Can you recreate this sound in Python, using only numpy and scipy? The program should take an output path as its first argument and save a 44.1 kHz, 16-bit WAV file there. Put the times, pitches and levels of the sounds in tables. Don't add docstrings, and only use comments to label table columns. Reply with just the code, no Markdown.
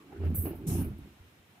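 import sys
import numpy as np
from scipy import signal
from scipy.io import wavfile
from scipy.ndimage import uniform_filter1d

SR = 44100
rng = np.random.default_rng(int(sys.argv[2]) if len(sys.argv) > 2 else 0)


def master(y):
    cut = np.clip(np.atleast_2d(y).T, -1, 1)
    pcm = np.round(cut * 32767)
    wavfile.write(sys.argv[1], SR, pcm.astype(np.int16))


def gain_from_db(level_db):
    decades = np.asarray(level_db, float) / 20
    return 10 ** decades


N = 70560
T = np.arange(N) / SR

# [f/Hz, lean/dB]
ROOM_SPECTRUM = [(30, -76), (85, -7), (300, -12), (600, -19.5), (2600, -21), (6500, -33), (12300, -32.5),
                 (15700, -33)]
ROOM_LEAN = [(60, -1.1), (380, -0.94), (2380, -0.14), (15000, 0.037)]
# [f/Hz, correlation]
LIKENESS = [(60, 1), (300, 0.9), (700, 0.34), (1500, 0), (8000, 0.0072)]
# [t/s, level/dB, f/Hz, length/s]
BUZZES = [(0.01, -63.5, 1115, 0.083), (0.128, -55, 800, 0.022), (0.133, -63, 1460, 0.037),
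          (0.169, -58, 1470, 0.037), (0.258, -56, 1530, 0.023), (0.258, -68, 2600, 0.025),
          (0.376, -51.5, 462, 0.047), (0.475, -51, 611, 0.039), (0.687, -56, 776, 0.034),
          (0.708, -57, 4020, 0.019), (0.743, -52, 750, 0.023), (0.794, -55, 930, 0.061),
          (0.776, -61, 2630, 0.11), (1.58, -67, 737, 0.064)]
# [f/Hz, lean/dB]
RATTLE_SPECTRUM = [(450, -22), (750, -9), (1000, -19.5), (1500, -16.5), (2050, -25.5), (2600, -18.5),
                   (3300, -37), (4500, -32.5)]
RATTLE_LEAN = [(500, -3), (1000, -4), (3000, 2.5)]
# [t/s, rumble level/dB, then relative to it boom/dB, panel/dB, rattle/dB]
SHAKE = [(0.0, -62, -21, 3.5, -23), (0.094, -65, -10, 11.5, -6.5), (0.242, -43.5, 32, 2, -23.5),
         (0.318, -36, 14, -11, -36.5), (0.394, -43, 26, -19, -26), (0.466, -41.5, 1, 6.5, -20),
         (0.56, -48, 2.5, -0.5, -19), (0.654, -43.5, -10.5, -1, -32), (0.688, -30, -4, -12, -30),
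         (0.796, -34.5, 2, -1, -31.5), (0.818, -32.5, 0, -6, -31), (0.93, -44, 0.5, -9.5, -28),
         (1.1, -64, 3.5, -2, -17.5), (1.3, -74, -4, -1, 1)]
# [f/Hz, level/dB, t60/s]
FRAME_MODES = [(121.4, -2.5, 0.089), (161, -1.5, 0.21), (203.9, 0, 0.15), (240, -1, 0.095)]
BOOM_MODES = [(43.3, -19.5, 0.1), (69.7, -11, 0.39), (86.8, -5.5, 0.35)]
PANEL_MODES = [(280, -1.5, 0.16), (332.2, 1.5, 0.096), (394.4, -4, 0.13), (441.5, -16.5, 0.051)]
COVER_MODES = [(592, -6, 0.2), (704, -8, 0.17), (800, -10, 0.043)]
# [t/s, f/Hz, level/dB]
HUM = [
    (0.17, 83.8, -45),
    (0.214, 85.3, -31.5),
    (0.287, 84.5, -26.5),
    (0.33, 85, -33.5),
    (0.365, 85.7, -49),
    (0.39, 83.8, -26.5),
    (0.43, 85, -37),
    (0.46, 77, -32),
]
# [t/s, peak level/dB, struck near f/Hz, clack relative to peak/dB]
KNOCKS = [(.124, -53, 756, 2), (0.204, -34, 333, -35), (0.236, -30, 407, -16), (0.25, -32, 58, -40),
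          (0.264, -30.5, 286, -13), (0.303, -27.5, 236, -22), (0.345, -34, 161, -7),
          (0.439, -32, 59.8, -40), (.455, -25, 384, -12), (0.483, -37.5, 337, -25),
          (0.533, -33.5, 445, -33), (0.619, -44, 352, -25), (0.667, -33.5, 216, -24),
          (0.685, -27.5, 161, -34), (0.711, -32, 110, -30), (0.754, -23.5, 204, -36),
          (0.789, -32.5, 235, -34), (0.817, -27, 203, -40), (0.842, -38, 99, -31), (0.866, -34, 87, -39),
          (0.916, -33, 207, -37.5), (0.957, -53, 78, -35), (0.99, -42.5, 280, -35), (1.015, -40.5, 74, -35),
          (1.047, -41, 197, -34), (1.058, -45, 337, -40), (1.2, -41, 83.4, -30), (1.39, -51.5, 89, -12)]
# [open t/s, close t/s, level/dB, sag/(dB/s), release/(dB/s)]
VENTS = [
    (0.342, 0.481, -37, 62, 293),
    (.664, 0.822, -44, 41, 338),
]
# [f/Hz, level/dB]
FIRST_JET = [(3000, -44), (6500, -10), (7900, -13.5), (9200, -13), (9800, -11), (12800, -0.5),
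             (14500, -7.5), (15900, -6.5)]
SECOND_JET = [(1800, -39), (2600, -9.5), (4400, -13.5), (5300, -5.5), (8600, 1), (13000, 2), (14500, -18),
              (15700, -12)]
# [f/Hz, lean/dB]
FIRST_LEAN = [(60, -2.0), (180, -1.5), (550, -0.5), (1650, 7), (4970, 2), (15000, -3.5)]
SECOND_LEAN = [(60, -2.0), (180, -1.5), (550, -6), (1650, -22), (4970, 10), (15000, -5)]
DULL_SAG = [894, 709]
# [f/Hz, share]
FIRST_DULL_SHARE = [(3000, 0.011), (4500, 0.052), (7500, 0.37), (9000, 0.76), (10500, 0), (12000, 0.095)]
SECOND_DULL_SHARE = [(3000, 0), (4500, 0.28), (5500, 0.44), (7500, 0.84), (9500, 0.78), (11500, 0)]
# [f/Hz, width/Hz, level/dB]
HOSE = [(7640, 98, -84), (8590, 31, -59.5), (9560, 40, -52.5), (10780, 100, -54), (12000, 110, -53),
        (12300, 460, -59)]
# [t/s, peak level/dB, decay/s]
SPURTS = [
    (.245, -69.5, 0.11),
    (.304, -67, 0.022),
    (.452, -39, 0.0057),
    (0.552, -59, 0.042),
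    (.73, -58, 0.0064),
    (0.816, -45, 0.0051),
    (0.845, -54.5, 0.026),
    (0.982, -62, 0.019),
]
# [f/Hz, width/Hz, share removed]
NOTCHES = [(4650, 300, .7), (9150, 350, .9)]


def rms_one(x):
    return x / np.sqrt(np.mean(x ** 2) + 1e-20)


def in_time(rows):
    s, *columns = np.transpose(rows)
    return [np.interp(T, s, c) for c in columns]


def at_hz(points, hz):
    f, value = np.transpose(points)
    return np.interp(np.log(hz), np.log(f), value)


def lean_gain(db):
    return gain_from_db(db / 2 * np.array([[1], [-1]]))


def burst(start, rise_s, decay_s):
    age = T - start
    return np.clip(age / rise_s, 0, 1) * np.exp(-np.maximum(age, 0) / decay_s)


def drift(rate):
    r = np.exp(-80 * np.pi * rate / SR)
    slow = signal.lfilter([1], [1, -2 * r, r * r], rng.standard_normal(N // 40 + 2002))
    slow = rms_one(slow[2000:])
    return np.interp(np.arange(N) / 40, np.arange(len(slow)), slow)


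def ring(clicks, hz, t60):
    r, w = gain_from_db(-60 / (t60 * SR)), 2 * np.pi * hz / SR
    return signal.lfilter([0, np.sin(w)], [1, -2 * r * np.cos(w), r * r], clicks + 1e-18)


def whistle(hz, width):
    r = np.exp(-np.pi * width / SR)
    poles = [1, -2 * r * np.cos(2 * np.pi * hz / SR), r * r]
    return rms_one(signal.lfilter([1, 0, -1], poles, rng.standard_normal((2, N))))


def notch(x, hz, width, share):
    return x - share * signal.lfilter(*signal.iirpeak(hz, hz / width, fs=SR), x)


def bands(spectrum, patchy_db, lean=((1, 0), (2, 0)), sag_db=0 * T, share=FIRST_DULL_SHARE):
    lowest, highest = spectrum[0][0], spectrum[-1][0]
    edges = lowest * 2 ** np.arange(0, np.log2(highest / lowest) + .2, 1 / 4)
    out, power = 0, 0
    together = drift(7.6)
    white = rng.standard_normal((2, 2, N))
    for k, (low, high) in enumerate(zip(edges, np.minimum(edges[1:], 17000))):
        band = signal.butter(3, [low, high], "band", fs=SR, output="sos")
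        mid, side = signal.sosfilt(band, white[k % 2])
        hz = np.sqrt(low * high)
        alike = np.clip(at_hz(LIKENESS, hz), -1, 1)
        db = at_hz(spectrum, hz)
        power += gain_from_db(2 * db) * (high - low) * 4 / SR
        flicker_db = patchy_db * (0.94 * together + drift(29.0))
        gain = gain_from_db(db + flicker_db - sag_db * at_hz(share, hz))
        stereo = np.sqrt(1 + alike) * mid + np.sqrt(1 - alike) * side * [[1], [-1]]
        out = out + gain * stereo * lean_gain(at_hz(lean, hz))
    return out / np.sqrt(power)


def room():
    return gain_from_db(-61.5) * bands(ROOM_SPECTRUM, patchy_db=0.68, lean=ROOM_LEAN)


def buzzes():
    out = 0
    for s, db, hz, length in BUZZES:
        swell = np.exp(-(2 * (T - s) / length) ** 2)
        out = out + gain_from_db(db) * swell * whistle(hz, 0.09 * hz)
    return out


def rattle(rumble_db, rattle_db, clack):
    effort = gain_from_db(rumble_db + rattle_db + 6 - 60 * np.maximum(T - 1.0, 0))
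    return (effort + clack) * bands(RATTLE_SPECTRUM, patchy_db=3.0, lean=RATTLE_LEAN)


def shaken(modes, level_db):
    jolts_per_s, jolt_spread_db, even_s, even_share = 250, 7, .04, .8
    out = 0
    for hz, db, t60 in modes:
        when = rng.random(N) < jolts_per_s / SR
        size_db = jolt_spread_db * np.minimum(rng.exponential(1, N), 4)
        jolts = when * gain_from_db(size_db) * rng.choice([-1, 1], N)
        out = out + gain_from_db(db) * rms_one(ring(jolts, hz, t60))
    size = int(even_s * SR)
    swing = uniform_filter1d(uniform_filter1d(rms_one(out) ** 2, size), size) + 0.008
    return gain_from_db(level_db) * rms_one(out / swing ** (even_share / 2))


def hum():
    hz, db = in_time(HUM)
    since_start = T - HUM[0][0] + 0.028
    until_end = HUM[-1][0] + 0.021 - T
    gate = np.clip(np.minimum(since_start, until_end) / 0.057, 0, 1)
    return np.sqrt(2) * gate * gain_from_db(db) * np.sin(2 * np.pi * np.cumsum(hz) / SR)


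def knocks():
    contact_hz, reach_db_per_octave = 820, 22.5
    s, db, near_hz, _ = np.transpose(KNOCKS)
    thud = 0
    for hz, mode_db, t60 in BOOM_MODES + FRAME_MODES + PANEL_MODES + COVER_MODES:
        clicks = np.zeros(N)
        octaves = abs(np.log2(hz / near_hz))
        clicks[(s * SR).astype(int)] = gain_from_db(db - 4.5 - reach_db_per_octave * octaves ** 0.73)
        thud = thud + ring(clicks, hz, 0.96 * t60)
    soft = np.exp(-2 * np.pi * contact_hz / SR)
    thud = signal.lfilter([(1 - soft) ** 2], [1, -2 * soft, soft ** 2], thud)
    clack = sum(gain_from_db(d + c - 17.5) * burst(t, 0.002, 0.017) for t, d, _, c in KNOCKS)
    return thud, clack


def machine_body(thud, rumble_db, boom_db, panel_db):
    base_db = rumble_db - 150 * np.maximum(T - 1.22, 0)
    humming = (T > HUM[0][0]) & (T < HUM[-1][0])
    quiet_db = uniform_filter1d(-22. * humming, size=1500)
    body = hum() + thud
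    body = body + shaken(FRAME_MODES, base_db - 1.5)
    body = body + shaken(PANEL_MODES, base_db + panel_db - 0.5)
    body = body + shaken(BOOM_MODES, base_db + boom_db - 0.5 + quiet_db)
    delayed_slope = np.roll(np.diff(body, prepend=0) * 30, 900)
    side = gain_from_db(-17.5) * (signal.hilbert(body).imag + .5 * delayed_slope)
    return (body + side * [[1], [-1]]) * lean_gain(-1.4)


def seal_leaks():
    spurt = sum(gain_from_db(db) * burst(s, 0.001, decay) for s, db, decay in SPURTS)
    bright = [p for p in FIRST_JET if p[0] > 6500]
    leak = gain_from_db(-82) * np.clip((T - 1.5) / 0.051, 0, 1) * whistle(12100, 900)
    return spurt * bands(bright, patchy_db=-2.0, lean=FIRST_LEAN) + leak


def vent(opens, closes, db, sag, release):
    age, after = np.maximum(T - opens, 0), np.maximum(T - closes, 0)
    rise = 1 - np.exp(-(age / .008) ** 2)
    fall = gain_from_db(-release * after) + gain_from_db(-8.5 - 114 * after)
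    return rise * gain_from_db(db - sag * age) * fall


def jet(row, spectrum, lean, dull, share):
    sag_db = dull * np.maximum(T - row[0], 0) ** 2
    return vent(*row) * bands(spectrum, patchy_db=1.0, lean=lean, sag_db=sag_db, share=share)


def exhausts():
    first, second = VENTS
    out = jet(first, FIRST_JET, FIRST_LEAN, DULL_SAG[0], FIRST_DULL_SHARE)
    out = out + jet(second, SECOND_JET, SECOND_LEAN, DULL_SAG[1], SECOND_DULL_SHARE)
    lower_edge = signal.butter(18, 7750, "high", fs=SR, output="sos")
    above_edge = signal.sosfilt(lower_edge, out) + gain_from_db(-20) * out
    notched = notch(out, 14900, 500, .95)
    out = np.where(T < second[0], above_edge, notched)
    singing = sum(gain_from_db(db + 44.5) * whistle(hz, width) for hz, width, db in HOSE)
    return out + vent(*second) * singing


def scene():
    rumble_db, boom_db, panel_db, rattle_db = in_time(SHAKE)
    thud, clack = knocks()
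    body = machine_body(thud, rumble_db, boom_db, panel_db)
    loose = rattle(rumble_db, rattle_db, clack) + buzzes()
    air = seal_leaks() + exhausts()
    return room() + loose + body + air


def low_pass(x):
    return signal.sosfilt(signal.butter(12, 15810, fs=SR, output="sos"), x)


def record(dry):
    mix = signal.sosfilt(signal.butter(4, 38, "high", fs=SR, output="sos"), dry)
    for row in NOTCHES:
        mix = notch(mix, *row)
    mix = signal.sosfilt(signal.cheby2(30, 70, 15900, fs=SR, output="sos"), mix)
    return low_pass(mix)


dry = scene()
out = record(dry)
master(out)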